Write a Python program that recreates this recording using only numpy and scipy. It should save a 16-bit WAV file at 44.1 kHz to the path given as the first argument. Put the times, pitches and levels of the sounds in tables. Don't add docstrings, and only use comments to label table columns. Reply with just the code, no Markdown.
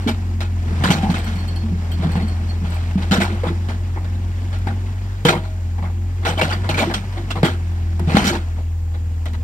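import sys
import numpy as np
from scipy import signal
from scipy.fft import rfft, irfft, next_fast_len
from scipy.io import wavfile
from scipy.ndimage import uniform_filter1d

SR = 44100
rng = np.random.default_rng(int(sys.argv[2]) if len(sys.argv) > 2 else 0)


def transcribe(signal):
    frames = np.atleast_2d(signal).T
    limited = np.clip(frames, -1, 1)
    pcm = np.round(limited * 32767).astype(np.int16)
    wavfile.write(sys.argv[1], SR, pcm)


def elevation(decibels):
    levels = np.asarray(decibels, float)
    return 10 ** (levels / 20)


N = 415863

# [start_s, level_db]
EFFORT = [(0, -40), (.45, -46.5), (.89, -32), (1.42, -39.5), (1.7, -42), (2.1, -38.5), (2.55, -41.5),
          (3.31, -40), (4.0, -45), (4.5, -42.5), (5.99, -48), (6.8, -37), (7.01, -41), (8.03, -45),
          (8.2, -22), (8.38, -42.5), (8.74, -51), (9.43, -47.5)]
# [freq_hz, density_db per Hz]
RUMBLE = [(60, -60.5), (90, -39), (120, -4.5), (170, 3), (230, 1.5), (340, -12), (450, -11.5), (600, -34),
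          (1500, -100)]


def curve(rows, column):
    rows = np.array(rows)
    return np.interp(np.arange(N) / SR, rows[:, 0], rows[:, column])


def read(points, hz):
    f, value = np.transpose(points)
    return np.interp(np.log(hz + 1), np.log(f + 1), value)


def evened(x):
    return x / np.sqrt(np.mean(x ** 2) + 1e-20)


def add(mix, s, sound):
    part = mix[..., round(s * SR):][..., :sound.shape[-1]]
    part += sound[..., :part.shape[-1]]


def white():
    return rng.standard_normal((2, N))


def wander(rate_hz, channels=1):
    count = N // 16 + 99
    size = next_fast_len(count)
    slope = 1 / (1 + (np.fft.rfftfreq(size, 16 / SR) / rate_hz) ** 4)
    coarse = irfft(rfft(rng.standard_normal((channels, size))) * slope)
    return evened(np.array([np.interp(np.arange(N) / 16, np.arange(len(row)), row) for row in coarse]))


def colour(x, points):
    level_db = read(points, abs(np.fft.fftfreq(8192, 1 / SR)))
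    log_gain = np.log(elevation(np.maximum(level_db, -100)))
    taps = np.fft.ifft(np.exp(log_gain - 1j * signal.hilbert(log_gain).imag)).real[:4096]
    return signal.oaconvolve(x, taps[None] / np.linalg.norm(taps), axes=1)[:, :N]


def ring(x, hz, t60):
    r = 1000 ** (-1 / (max(t60, .004) * SR))
    poles = [1, -2 * r * np.cos(2 * np.pi * hz / SR), r * r]
    return np.sqrt((1 - r) / 2) * signal.lfilter([1, 0, -1], poles, x)


def patchy(x, depth_db):
    z = signal.stft(x, nperseg=256, noverlap=128)[2]
    field = rng.standard_normal(z.shape[1:])
    field = uniform_filter1d(uniform_filter1d(field, size=3, axis=0), size=5, axis=1)
    return signal.istft(z * elevation(depth_db * evened(field)), nperseg=256, noverlap=128)[1][:, :N]


def engine():
    # [start_s, firing_hz, level_db of the firing tone]
    running = [(0.0, 90.2, -25), (0.76, 85.0, -19.5), (1.0, 86.8, -23.5), (1.68, 85.8, -22),
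               (1.78, 84.7, -21.5), (3.07, 84.66, -21.5), (3.18, 88, -22.5), (4.33, 87.8, -23),
               (4.62, 90.96, -21.5), (5.36, 94.2, -28), (5.67, 85.45, -22.5), (6.77, 92, -23),
               (6.93, 93.5, -28.5), (7.45, 93, -25.5), (7.56, 86.1, -23), (8.09, 83, -19.5),
               (8.19, 82.6, -27), (8.51, 82.6, -22.5)]
    # [multiple of half the firing rate, loaded_db, resting_db]
    orders = [(1, 0.5, -1.5), (1.5, -28, -22), (2, 1, 1), (2.5, -42, -14), (3, -26.5, -26), (4, -24, -34.5),
              (5, -17.5, -53.5), (5.5, -29.5, -41), (6, -34, -24.5), (7, -30, -60), (8, -27, -38),
              (12, -45, -35.5)]
    # [start_s, share 0-1]
    arm_rests = [
        (0, 0),
        (8.4, 0.23),
        (8.8, 0.69),
        (9.43, 0.95),
    ]
    # [start_s, level_db, length_s]
    jolts = [
        (4.6, 4, .06),
        (7.499, -5, 0.064),
        (8.2, -22, .1),
    ]
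    half_rate_db, rest_sag_hz = -30, 1.181
    rest = curve(arm_rests, 1)
    firing_hz = curve(running, 1) - rest_sag_hz * rest + .5 * wander(5.51)[0]
    turns = np.cumsum(firing_hz) / (2 * SR)
    waver, out = wander(4.2, channels=4), np.zeros(N)
    half_db = half_rate_db
    for s, db, length in jolts:
        half_db = half_db + db * np.exp(-((np.arange(N) / SR - s) / length) ** 2)
    for i, (k, loaded_db, resting_db) in enumerate(orders):
        level_db = half_db if k == 1 else curve(running, 2)
        level_db = level_db + (1 - rest) * loaded_db + rest * resting_db
        shake = .06 if k in (1, 2) else .5
        tone = np.sqrt(2) * np.cos(2 * np.pi * (k * turns + rng.random()))
        out += elevation(level_db.astype(np.float32)) * (1 + shake * waver[i % 4]) * tone
    return out, turns


def hiss(turns):
    # [freq_hz, density_db per Hz]
    air_spectrum = [(25, -30), (50, 0.5), (110, -4.5), (200, -11.5), (330, -14.5), (480, -22.5), (760, -17),
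                    (1200, -23), (1600, -20), (3000, -28.5), (5200, -33), (8000, -40.5), (12000, -48),
                    (16000, -74)]
    gate = 1 + 0.1 * np.cos(4 * np.pi * turns)
    air = colour(white() * gate * elevation(0.77 * wander(45)), air_spectrum)
    air = patchy(air, 1.5)
    middle = signal.sosfilt(signal.butter(4, [500, 6000], "band", fs=SR, output="sos"), air)
    return air / middle.std() * elevation(curve(EFFORT, 1) + 0.5)


def grind():
    effort_share, level_db = 0.86, -5.5
    rumble = colour(white() * elevation(3.2 * wander(6.3)), RUMBLE)
    return rumble * elevation(effort_share * curve(EFFORT, 1) + level_db)


def stream():
    # [freq_hz, density_db per Hz]
    water_spectrum = [(2000, -3), (4000, 1), (5400, -7), (6900, 9.5), (7400, 5), (8400, -1.5),
                      (10800, -6.5), (11600, 1.5), (12600, -2), (16000, -2.5)]
    return elevation(-55.5) * colour(white(), water_spectrum)


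def clinks():
    # [freq_hz, level_db, t60_s]
    link_modes = [(7950, -6, .02), (10850, -10, .025), (13400, -21, .02), (14300, -13, .025),
                  (4350, -6, .05), (3150, -10, .02)]
    # [start_s, level_db, low_db of the low modes over the high ones]
    taps = [(.02, -38, 7), (1.1104, -26, -5), (1.155, -34, -4), (1.186, -24.5, -3), (1.2427, -27, 5),
            (1.3548, -34, 2), (1.385, -37.5, 11.5), (1.3982, -36, 6), (1.478, -29, 4), (1.5594, -33.5, 9.5),
            (1.916, -24.5, 6.5), (2.1151, -30, 8), (2.1594, -34, 8), (2.2194, -36, 12), (2.2788, -31.5, 7),
            (2.4886, -40, 14.5), (2.7011, -33, 6), (2.7427, -27, -5), (2.83, -42, 10), (2.09, -42, -10)]
    rattle_t60_s, low_longer, tick_db = .11, 1.8, -17
    t, (hz, db, t60) = np.arange(SR // 5) / SR, np.array(link_modes).T
    low = hz < 6000
    chatter_t60 = (rattle_t60_s * np.where(low, low_longer, 1))[:, None]
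    chatter, ticks = np.zeros((len(hz), N)), np.zeros(N)
    for (s, peak_db, low_db), share in zip(taps, rng.standard_normal((len(taps), len(hz)))):
        struck_db = peak_db + db + low_db * low + 3 * share
        add(chatter, s, elevation(struck_db[:, None] - 60 * t / chatter_t60))
        add(ticks, s, elevation(peak_db + tick_db - 60 * t / .03))
    jitter = rng.standard_normal((2, N + 1))
    modes = sum(ring(jitter[:, 1:] * chatter[i], hz[i], t60[i]) for i in range(len(hz)))
    return elevation(-9) * modes + ticks * np.diff(jitter)


def thuds():
    # [start_s, level_db, pitch_hz]
    thumps = [(.062, -10.5, 232.6), (.717, -24.5, 171), (.791, -15.5, 130.5), (.839, -10.5, 180),
              (.898, 5, 168), (.948, -11, 157), (1.031, -12.5, 210.3), (1.093, -6, 174.6),
              (1.262, -23.5, 220), (1.349, -23, 187.2), (1.631, -22.5, 220), (1.713, -17.5, 175),
              (1.994, -17, 169.8), (2.046, -5, 162), (2.153, -8, 172.6), (2.224, -19.5, 206.3),
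              (2.614, -19.5, 176.2), (2.954, -10, 186.5), (3.11, 0, 193), (3.18, -7, 197),
              (3.319, -25.5, 213), (3.469, -20, 169.6), (3.683, -27.5, 232), (4.665, -26, 222.4)]
    # [start_s, level_db, pitch_hz]
    later_thumps = [(5.25, -4, 150), (5.287, -6, 153), (5.342, -23.5, 165), (5.818, -27.5, 175.7),
                    (6.279, -19.5, 167), (6.426, -16, 160), (6.688, -23, 152.6), (6.7, -22, 233),
                    (6.805, -16, 223), (6.835, -22, 225), (6.9, -29, 211), (6.95, -26, 199), (7.365, -23, 159),
                    (7.432, 5, 153), (7.994, -20, 168), (8.072, -12, 154), (8.145, 7.5, 188), (8.169, -2, 203.5),
                    (8.258, -12, 199)]
    # [start_s, level_db]
    booms = [
        (3.5, -17),
        (6.87, -19),
        (6.84, -26),
        (7.448, -4),
        (8.307, -15.5),
        (8.35, -22.5),
        (7.17, -30.5),
        (3.3, -25),
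        (7.47, -16),
    ]
    boom_hz, boom_shorter = 340.2, .6
    thud_t60_s, shorter_s_per_db = 0.12, 0.01
    t, out, puff = np.arange(SR // 3) / SR, np.zeros(N), np.zeros(N)
    blows = [*thumps, *later_thumps, *((s, db, boom_hz) for s, db in booms)]
    for (s, db, hz), (ratio, phase) in zip(blows, rng.random((len(blows), 2))):
        t60 = (thud_t60_s - shorter_s_per_db * db) * (boom_shorter if hz == boom_hz else 1)
        onset = np.sin(np.pi / 2 * np.minimum(t / 0.0054, 1)) ** 2
        shape = elevation(db - 60 * t / max(t60, .02)) * onset
        neighbour = np.sin(2 * np.pi * (hz * (0.88 + 0.287 * ratio) * t + phase))
        add(out, s, shape * (np.sin(2 * np.pi * hz * t) + 0.41 * neighbour))
        add(puff, s, shape)
    return out + 0.33 * colour(white() * puff, RUMBLE)


def rings():
    # [start_s, level_db, pitch_hz, t60_s]
    singing = [
        (0.066, -23.5, 429, 0.19),
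        (1.27, -33, 2170, 0.14),
        (3.435, -12, 495, 0.056),
        (5.252, -4, 480, 0.15),
        (5.289, 0.5, 2500, 0.042),
        (5.36, -37.5, 637, 0.97),
        (8.0, -27.5, 351, 0.46),
        (8.36, -47, 632, 0.75),
    ]
    out, t = np.zeros(N), np.arange(SR) / SR
    for s, db, hz, t60 in singing:
        add(out, s, elevation(db - 60 * t / t60) * (1 - np.exp(-t / 0.0024)) * np.sin(2 * np.pi * hz * t))
    return out * (1 + .35 * wander(30, channels=2))


def pebbles(pressure):
    out, t = np.zeros((2, N)), np.arange(600) / SR
    for hz in np.geomspace(600, 5500, 14):
        pings = elevation(-60 * t * hz / 30) * np.sin(2 * np.pi * (hz * t + [[0], [rng.random()]]))
        for when, size in rng.random((200, 2)):
            add(out, when * N / SR, -np.log(1 - size) * pressure[int(when * N)] * pings)
    return out


def crunches():
    # [start_s, body_db, grit_db over the body, t60_s]
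    cracks = [(.405, -19.5, -5.5, 0.17), (.837, -7.5, -6, 0.33), (.903, -6, -3, 0.18),
              (1.14, -22, -6, 0.36), (3.125, -5.5, -7.5, 0.3), (3.686, -24, -6, 0.17),
              (4.043, -32, -11, .11), (4.669, -18, -14, .22), (5.285, -0.5, -6, 0.1),
              (5.322, -7, -16, 0.19), (1.1, -17, -4.5, 0.15), (6.912, -22, -15, 0.074),
              (6.522, -14.5, -10, 0.17), (6.69, -12.5, -6, 0.18), (6.74, -19.5, -7, 0.13),
              (6.829, -9, -24, .063), (6.938, -18, -1.5, 0.15), (7.304, -20.5, -3, 0.093),
              (7.993, -25.5, -17, 0.26), (8.168, -2.5, -7, 0.2), (8.35, -23, -5, 0.15),
              (9.256, -25, -7, 0.13)]
    crushes = [(.073, -14.5, -4, 0.14), (1.262, -31.5, -1, 0.58), (2.153, -19, -15.5, 0.42),
               (2.976, -22.5, -9.5, 0.16), (3.017, -23.5, -7, 0.17), (3.433, -16.5, -20, 0.23),
               (3.468, -18, -12.5, .13), (3.96, -24.5, -37, .16), (4.526, -29, -6, 0.22),
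               (5.2505, -4, -6.5, 0.23), (5.435, -30, -9, 0.2), (5.78, -27.5, -25, 0.069),
               (5.823, -21.5, -20, 0.12), (5.844, -25.5, -18, .26), (6.228, -26, -15, .16),
               (6.413, -7.5, -7.5, 0.2), (6.635, -21, -15, 0.18), (6.898, -15.5, -19, 0.08),
               (7.122, -36, -8, 0.073), (7.356, -17.5, -16, 0.16), (7.447, -9.5, -6.5, 0.19),
               (8.152, -3.5, -12, 0.077), (8.242, -19, 2, 0.2), (8.267, -15.5, 1.5, 0.17),
               (8.575, -31.5, -15, 0.16), (8.94, -32.5, -13, 0.12), (9.332, -31, -8, 0.074)]
    drags = [(1.995, -28, -11, .14), (2.023, -19.5, -11.5, 0.26), (2.09, -27, -10.5, 0.67),
             (2.643, -31, -5.5, 0.33), (2.707, -30, -6, 0.77), (3.111, -15.5, 1, .07),
             (3.202, -12.5, -4.5, 0.18), (3.289, -25, -11, 0.56), (6.25, -9, -7.5, 0.22),
             (6.49, -24.5, -2.5, .17), (7.43, -2.5, -12, .073), (8.309, -18.5, -10.5, 0.26)]
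    creeps = [
        (.805, -16.5, -15, .19),
        (1.022, -19.5, -10, 0.092),
        (6.372, -8.5, -14, 0.071),
        (6.768, -7, -6, 0.26),
        (7.155, -24.5, -14, 0.17),
        (8.072, -12.5, -11.5, 0.4),
    ]
    # [freq_hz, density_db per Hz]
    body_spectrum = [(150, -19.5), (250, -5), (344, -2), (416, -9), (481, -4.5), (532, -8.5), (823, -2.5),
                     (1020, -9), (2200, -12), (2860, -50), (4840, -120)]
    grit_spectrum = [(900, -32.5), (1400, 9.5), (1900, -4.5), (2500, -3), (3300, -2), (4200, -2.5),
                     (6000, -22.5), (9000, -19), (16000, -68)]
    top_spectrum = [(3500, -17), (5500, 16), (7500, 7.5), (9500, -4.5), (12000, 2.5), (16000, -15)]
    # [freq_hz, level_db, t60_s]
    plates = [(345, -3, .12), (480, -8, .13), (630, -3, .08), (765, -5, .08), (945, -4, .08),
              (1344, -6, .09), (2290, 0, .05), (2530, -1, .045), (3055, -1, .035), (8510, -15, .14),
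              (5200, -17, .09), (6640, -17, .1), (13360, -27, .16), (15080, -24, .2)]
    creep_s, creep_start = .027, .12
    kinds = ((cracks, 0.01), (crushes, 0.018), (drags, .029), (creeps, creep_s))
    spot_low_hz, spot_high_hz = 480, 950
    top_growth, top_faster = 1.17, 1.25
    top_lag = 0.0068

    t, power, notes = np.arange(SR // 4) / SR, np.zeros((3, N)), np.zeros((2, N))
    hits = (rng.random(N) < 160 / SR) * np.minimum(rng.exponential(0.55, N), 1.2)
    snaps = signal.lfilter([1], [1, -.975], hits)
    unevenness = elevation(1.24 * wander(144)) * (1 + snaps)
    grains = evened(rng.standard_normal((2, 2, N)) * unevenness)
    contacts = [(*row, hold) for rows, hold in kinds for row in rows]
    spots_hz = spot_low_hz + (spot_high_hz - spot_low_hz) * rng.random(len(contacts))
    for (s, db, grit_db, t60, hold), hz in zip(contacts, spots_hz):
        sudden = creep_start if hold == creep_s else np.exp(-hold / 0.039)
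        swell = np.minimum(sudden + t / max(hold, .001), 1) * (1 - np.exp(-t / 0.00045))
        swell = swell + sudden * np.exp(-t / 0.0019)
        shape = swell * elevation(-60 * np.maximum(t - hold, 0) / max(t60, .01))
        top_db = top_growth * db + 1.92 * grit_db - 9.5
        levels_db = [[db - 10.0], [db + grit_db - 4.0], [top_db]]
        add(power, s, (elevation(levels_db) * [shape, shape, shape ** top_faster]) ** 2)
        drive = grains[0, :, round(s * SR):][:, :len(t)]
        add(notes, s, elevation(db - 25) * ring(drive * shape[:drive.shape[1]], hz, 0.06))
    body, grit, top = np.sqrt(power)
    dust = signal.lfilter([top_lag], [1, top_lag - 1], top)
    out = colour(grains[0] * body, body_spectrum)
    out = out + colour(grains[1] * grit, grit_spectrum)
    out = out + colour(grains[0] * dust, top_spectrum)
    contact = elevation(4.5 * wander(15, channels=4))
    for i, (hz, db, t60) in enumerate(plates):
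        push = body if hz < 1600 else grit
        notes += elevation(db - 11.5) * ring(grains[0] * contact[i % 4] * push, hz, t60)
    return notes + patchy(out, 2.8) + .7 * pebbles(grit)


def chips():
    # [start_s, level_db, pitch_hz]
    bursts = [(.837, -20, 3060), (.842, -11, 1050), (.915, -19, 5900), (1.157, -25, 2130),
              (3.125, -20, 2500), (6.252, -20, 940), (6.273, -21, 2900), (6.292, -35, 7950),
              (6.376, -22, 3080), (6.394, -20, 900), (6.415, -10.5, 2800), (6.498, -22, 2770),
              (6.52, -24, 2840), (6.529, -27, 4620), (6.691, -19, 2520), (6.741, -19, 2310),
              (6.79, -13, 2315), (6.81, -15, 780), (6.913, -25, 1600), (6.939, -15, 3230),
              (7.306, -20, 2696), (7.31, -23, 3420), (7.367, -24, 930), (7.445, -10, 3242),
              (7.994, -30, 890), (8.093, -23, 2430), (8.16, -18, 3130), (8.172, -13, 2500),
              (8.183, -12, 3070), (8.243, -27, 2600), (3.207, -16, 2300), (5.326, -11, 940),
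              (5.29, -15, 3300), (4.672, -25, 1490), (9.257, -36, 1980), (5.782, -31, 800)]
    # [start_s, level_db]
    edge_snaps = [(.406, -30), (.837, -26), (1.102, -32), (3.111, -24), (4.587, -34), (5.251, -23),
                  (6.25, -33), (6.384, -27), (6.414, -25), (6.69, -26), (6.74, -32), (6.913, -37),
                  (6.938, -25), (7.304, -35), (7.357, -39), (7.431, -36), (7.995, -27), (8.151, -24),
                  (8.16, -22), (8.172, -15), (8.243, -26), (9.256, -30.5), (9.334, -35), (4.671, -36)]
    chip_t60_s, snap_t60_s = .09, .025
    t, out, edge = np.arange(SR // 8) / SR, np.zeros((2, N)), np.zeros(N)
    for (s, db, hz), noise in zip(bursts, rng.standard_normal((len(bursts), 2, len(t)))):
        shape = elevation(db - 3 - 60 * t / chip_t60_s) * (1 - np.exp(-t / .001))
        add(out, s, evened(ring(noise, hz, .025)) * shape)
    for s, db in edge_snaps:
        add(edge, s, elevation(db - 60 * t / snap_t60_s))
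    return out + signal.lfilter([.5], [1, -.5], white() * edge)


def squeak():
    # [start_s, level_db]
    bite = [
        (.94, -60),
        (.985, -31),
        (1.02, -33),
        (1.045, -19),
        (1.07, -24.5),
        (1.1, -30),
        (1.2, -60),
    ]
    return elevation(curve(bite, 1)) * evened(ring(white(), 800, .07))


def scene():
    hum, turns = engine()
    hum = hum * (1 + 0.054 * wander(52))
    machine = hum + hiss(turns) + grind()
    return machine + stream() + clinks() + thuds() + rings() + crunches() + chips() + squeak()


def low_pass(x):
    return signal.sosfilt(signal.butter(12, 15930, fs=SR, output="sos"), x)


def record(dry):
    # [freq_hz, left minus right_db]
    tilt_table = [(60, 1.5), (110, 0.5), (200, 1.5), (380, 1), (700, 2.5), (1290, 2.5), (2380, -2),
                  (4400, -4.5), (8120, -0.5), (15000, 0)]
    # [freq_hz, likeness 0-1]
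    likeness = [(100, .999), (250, .91), (500, .92), (1000, .62), (2000, .55), (4000, .48), (12000, .33)]
    port_gap_s = 16.5 / 44100
    wrap_hz = 792
    size = next_fast_len(N + 999)
    hz, (direct, twin) = np.fft.rfftfreq(size, 1 / SR), rfft(dry, size)
    same, tilt = np.clip(read(likeness, hz), 0, 1), elevation(read(tilt_table, hz) / 2)
    lag = 2 * np.pi * hz * port_gap_s * np.clip(hz / wrap_hz - 1, .24, 1)
    edges = 1 / (1 + (29 / (hz + 1)) ** 6) * (hz < 15850)
    right = (same * direct + np.sqrt(1 - same ** 2) * twin) * np.exp(-1j * lag)
    ports = irfft(np.array([direct * tilt, right / tilt]) * edges, size)[:, :N]
    power = uniform_filter1d((ports ** 2).mean(0), 500, origin=200)
    power_db = 10 * np.log10(abs(power) + 1e-12)
    fall = np.arange(N) * 275.0 / SR
    over_db = np.maximum(np.maximum.accumulate(power_db + fall) - fall + 19.5, 0)
    ducked = ports / elevation(0.41 * uniform_filter1d(over_db, size=200, origin=90))
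    return low_pass(np.clip(ducked, -.95, .95))


dry = scene()
out = record(dry)
transcribe(out)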